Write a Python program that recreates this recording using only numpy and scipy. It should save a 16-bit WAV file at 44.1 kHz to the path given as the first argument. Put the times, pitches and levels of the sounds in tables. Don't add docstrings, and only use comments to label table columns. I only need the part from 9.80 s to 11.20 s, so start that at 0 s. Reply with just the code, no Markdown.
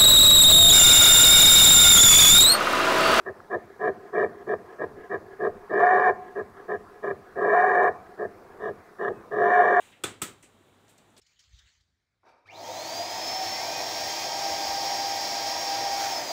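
import sys
import numpy as np
from scipy import signal
from scipy.io import wavfile

SR = 44100
rng = np.random.default_rng(int(sys.argv[2]) if len(sys.argv) > 2 else 0)


def log_audio(samples):
    frames = np.atleast_2d(samples).T
    limited = np.clip(frames, -1, 1)
    pcm = np.round(limited * 32767).astype(np.int16)
    wavfile.write(sys.argv[1], SR, pcm)


def makeup_ratio(level_db):
    decades = np.asarray(level_db, float) / 20
    return 10 ** decades


N = 61739

BAND_EDGES_HZ = 22 * 2 ** np.arange(0, 9.8, 1 / 4)


def rms_one(x):
    return x / np.sqrt(np.mean(x ** 2) + 1e-20)


def at_hz(points, hz):
    point_hz, value = np.transpose(points)
    return np.interp(np.log(hz), np.log(point_hz), value)


def band(x, low, high, order):
    edges = [max(low, 20), min(high, 20000)]
    return signal.sosfilt(signal.butter(order, edges, "band", fs=SR, output="sos"), x)


def drift(rate_hz):
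    r = np.exp(-80 * np.pi * rate_hz / SR)
    slow = signal.lfilter([1], [1, -2 * r, r * r], rng.standard_normal(N // 40 + 502))[500:]
    return np.interp(np.arange(N) / 40, np.arange(len(slow)), rms_one(slow))


def banded(gain):
    white = rng.standard_normal((2, N + 4000))
    total = np.zeros(N)
    for k, (low, high) in enumerate(zip(BAND_EDGES_HZ, BAND_EDGES_HZ[1:])):
        noise = band(white[k % 2], low, high, order=2)[-N:]
        total += gain(np.sqrt(low * high)) * noise
    return total


# time in seconds, level in dB.
RUSTLE_FADE = [(0, -55), (.05, -56.5), (.11, -60.5), (.15, -70.5), (.23, -90)]
# frequency in Hz, relative density in dB per Hz.
RUSTLE_COLOUR = [(300, -9.5), (900, -6.5), (1800, -7), (2500, -2.5), (3700, -7.5), (4700, -19), (6000, -18),
                 (7800, -6), (9500, -17), (12000, -26), (15500, -18)]


def rustle():
    s, db = np.transpose(RUSTLE_FADE)
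    fade_db = np.interp(np.arange(N) / SR, s, db, right=-120)
    level = makeup_ratio(fade_db + .6 * drift(150))
    return level * rms_one(banded(lambda hz: makeup_ratio(at_hz(RUSTLE_COLOUR, hz))))


# frequency in Hz, relative density in dB per Hz.
HUSH_COLOUR = [(20, -52), (50, -5), (75, -11.5), (98, -12), (135, -5.5), (200, -3.5), (400, -6), (550, -8),
               (800, -8.5), (1400, -12.5), (2000, -15.5), (2800, -19.5), (3600, -17), (4500, -28),
               (6000, -28), (7900, -20.5), (9500, -30.5), (12000, -34), (15500, -32)]
HUSH_DB = -62.5


def hush(patchy_db, lumps_db):
    lumps = drift(28)

    def gain(hz):
        return makeup_ratio(at_hz(HUSH_COLOUR, hz) + patchy_db * drift(8) + lumps_db * lumps * (hz < 1200))
    return makeup_ratio(HUSH_DB) * rms_one(banded(gain))


HUM_HZ, HUM_DB, HUM_WAVER_DB = 100.2, -70.5, 3


def hum():
    level = makeup_ratio(HUM_DB + HUM_WAVER_DB * drift(2.7))
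    pitch_hz = HUM_HZ + 4 * drift(3.4)
    return level * np.sin(2 * np.pi * np.cumsum(pitch_hz) / SR)


SNAPS_PER_S, SNAP_SPREAD_DB, FIRST_SNAP_DB = 4000, 3.5, 5


def snaps(s, db, hz, length, octaves, swell=0):
    out, i, t = np.zeros(N), int(s * SR), np.arange(4000) / SR
    size_db = SNAP_SPREAD_DB * np.minimum(rng.exponential(1, len(t)), 3)
    sizes = makeup_ratio(size_db) * rng.choice([-1, 1], len(t))
    born = rng.random(len(t)) < SNAPS_PER_S / SR
    born[0], sizes[0] = True, makeup_ratio(FIRST_SNAP_DB)
    shape = np.exp(-t / length) * np.minimum(1, (t + 1e-4) / (swell + 1e-4))
    train = sizes * born * shape
    unit_energy = train / np.sqrt(np.sum(train ** 2))
    burst = band(unit_energy + 1e-18, hz / 2 ** octaves, hz * 2 ** octaves, order=2)
    out[i:i + len(t)] = makeup_ratio(db) * burst[:N - i]
    return out


# start in seconds, energy in dB ahead of the band filter, centre in Hz,
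# decay constant in seconds, width in octaves either side.
CRACKLES = [(.119, -25, 2600, 0.026, 0.36), (0.6262, -27.5, 7100, 0.016, 0.46),
            (0.628, -37, 13600, 0.0069, 0.26), (0.629, -31.5, 2920, 0.0056, 0.4),
            (0.768, -67, 11000, 0.0027, 0.5), (0.867, -52, 13400, 0.0036, .3),
            (1.081, -36, 4660, 0.0014, .5), (1.092, -36, 8000, 0.021, 1.5),
            (1.1796, -34, 6740, 0.0026, 0.3), (1.181, -41, 13500, .004, .3), (1.184, -30, 4200, .002, 0.11),
            (1.3015, -42, 7440, 0.0026, 0.2), (1.3663, -28, 4530, 0.0036, 0.37),
            (1.373, -31.5, 3860, .003, 0.13), (1.378, -26, 4950, 0.0017, .12),
            (1.376, -30.5, 9300, 0.011, 0.35)]


def crackles():
    return sum(snaps(*row) for row in CRACKLES)


# frequency in Hz, seconds to fall by 60 dB.
ROOM_T60 = [(80, 0.58), (210, 0.39), (560, 0.38), (1470, 0.32), (3880, 0.29), (10200, 0.21)]
# frequency in Hz, gain in dB, on top of ROOM_DB.
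ROOM_COLOUR = [(60, 3), (200, 11.5), (330, 10.5), (600, 7.5), (1000, 6), (1500, 10), (3500, 5),
               (5000, -5.5), (8000, -0.5), (12000, -12.5), (16000, -3)]
ROOM_DB, FIRST_ECHO_S = 5.5, .002
EARLY_DB, EARLY_T60_S = -2.5, 0.011


def kitchen(x):
    x = np.concatenate([np.zeros(int(FIRST_ECHO_S * SR)), x])[:N]
    step = 2 ** (1 / 8)
    early = makeup_ratio(-120 / (EARLY_T60_S * SR))

    def stored(hz):
        power = band(x + 1e-18, hz / step, hz * step, order=1) ** 2
        late = makeup_ratio(-120 / (at_hz(ROOM_T60, hz) * SR))
        tail = signal.lfilter([1 - late], [1, -late], power)
        bloom = signal.lfilter([makeup_ratio(2 * EARLY_DB) * (1 - early)], [1, -early], power)
        return makeup_ratio(ROOM_DB + at_hz(ROOM_COLOUR, hz)) * np.sqrt((tail + bloom) * SR / hz)
    return banded(stored)


# start in seconds, click drive in dB, splitting energy in dB ahead of its filter,
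# splitting centre in Hz, splitting decay constant in seconds, splitting swell in seconds.
KNOCKS = [(.2373, -17.5, -6, 5100, 0.0079, 0.00022), (.4173, -22, -5.5, 9000, 0.0092, 0.0033)]
# frequency in Hz, level in dB at the first knock, at the second knock
# (both before swell and decay), seconds to fall by 60 dB, swell in seconds.
RINGS = [(101, -37, -40.5, .3, 0.066), (198.6, -42, -30.5, 0.085, 0.0097), (315.5, -52, -38, 0.23, 0.027),
         (382.5, -27.5, -31.5, 0.079, 0.0029), (529, -24, -32, 0.025, 0.0017),
         (625, -48, -50, 0.02, 0.00092), (797, -33, -42.5, 0.054, 0.0016),
         (1290, -31, -29.5, 0.084, 0.0012), (1501, -31.5, -49.5, 0.096, 0.0016),
         (2400, -43, -41, 0.15, 0.00033), (2726, -17, -21.5, 0.013, 0.0023),
         (3450, -29, -44, 0.085, 0.00054), (3650, -35, -41, 0.096, 0.0013), (7000, -65, -51, .04, 0.0012),
         (7980, -56, -21.5, 0.029, 0.00059), (8300, -25, -44, 0.032, 0.0009)]
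CONTACT_HZ, SPLIT_OCTAVES = 2640, 1.2


def knocks():
    hits, rings = np.zeros(N), np.zeros(N)
    soft = np.exp(-2 * np.pi * CONTACT_HZ / SR)
    for k, (s, click_db, *split, swell_s) in enumerate(KNOCKS):
        click = np.zeros(N) + 1e-18
        click[int(s * SR)] = makeup_ratio(click_db) / (1 - soft)
        hits += signal.lfilter([(1 - soft) ** 2], [1, -2 * soft, soft * soft], click)
        hits += snaps(s, *split, SPLIT_OCTAVES, swell_s)
        t = np.maximum(np.arange(N) / SR - s, 0)
        for hz, *db, t60, swell in RINGS:
            envelope = makeup_ratio(db[k] - 60 * t / t60) * (1 - np.exp(-(t / swell) ** 2))
            rings += envelope * np.sin(2 * np.pi * hz * t)
    return hits, rings


def low_pushes(rows):
    t = np.arange(N) / SR
    total = np.zeros(N)
    for s, db, hz, length in rows:
        bell = np.exp(-((t - s) / length) ** 2 / 2)
        total += makeup_ratio(db) * bell * np.sin(2 * np.pi * hz * (t - s) + 1)
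    return total


# centre in seconds, level in dB, frequency in Hz,
# standard deviation of the bell in seconds.
THUDS = [(0.247, -38.5, 132, 0.0067), (.43, -32, 154, 0.0018)]


def thuds():
    return low_pushes(THUDS)


# centre in seconds, level in dB, frequency in Hz,
# standard deviation of the bell in seconds.
BUMPS = [(.642, -51.5, 340, .002), (.8115, -56.5, 354, 0.0022), (.889, -56.5, 494, 0.0011),
         (1.044, -56, 407, 0.0017), (1.3925, -55, 375, 0.0021)]


def bumps():
    return low_pushes(BUMPS)


MIC_PEAK_HZ, MIC_PEAK_DB, MIC_PEAK_WIDTH_HZ = 8000, 4, 1200


def microphone_peak(x):
    r, w = np.exp(-np.pi * MIC_PEAK_WIDTH_HZ / SR), 2 * np.pi * MIC_PEAK_HZ / SR
    resonance = signal.lfilter([(1 - r * r) / 2, 0, (r * r - 1) / 2], [1, -2 * r * np.cos(w), r * r], x)
    return x + makeup_ratio(MIC_PEAK_DB) * resonance


RING_TO_ROOM_DB, LOW_CUT_HZ = -19, 70


def scene():
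    hits, rings = knocks()
    hits = hits + crackles()
    rings = rings + thuds()
    echoes = kitchen(hits + makeup_ratio(RING_TO_ROOM_DB) * rings)
    near = microphone_peak(hits + echoes)
    near = band(near + rings, LOW_CUT_HZ, 16000, order=2)
    background = hum() + rustle() + hush(patchy_db=0.77, lumps_db=1.4)
    return (near + bumps() + background)[None]


def band_limit(x):
    return signal.sosfilt(signal.butter(12, 16600, fs=SR, output="sos"), x)


def record(dry):
    cut = signal.cheby2(10, 20, 15800, fs=SR, output="sos")
    mix = signal.sosfilt(cut, dry)
    return band_limit(mix)


dry = scene()
out = record(dry)
log_audio(out)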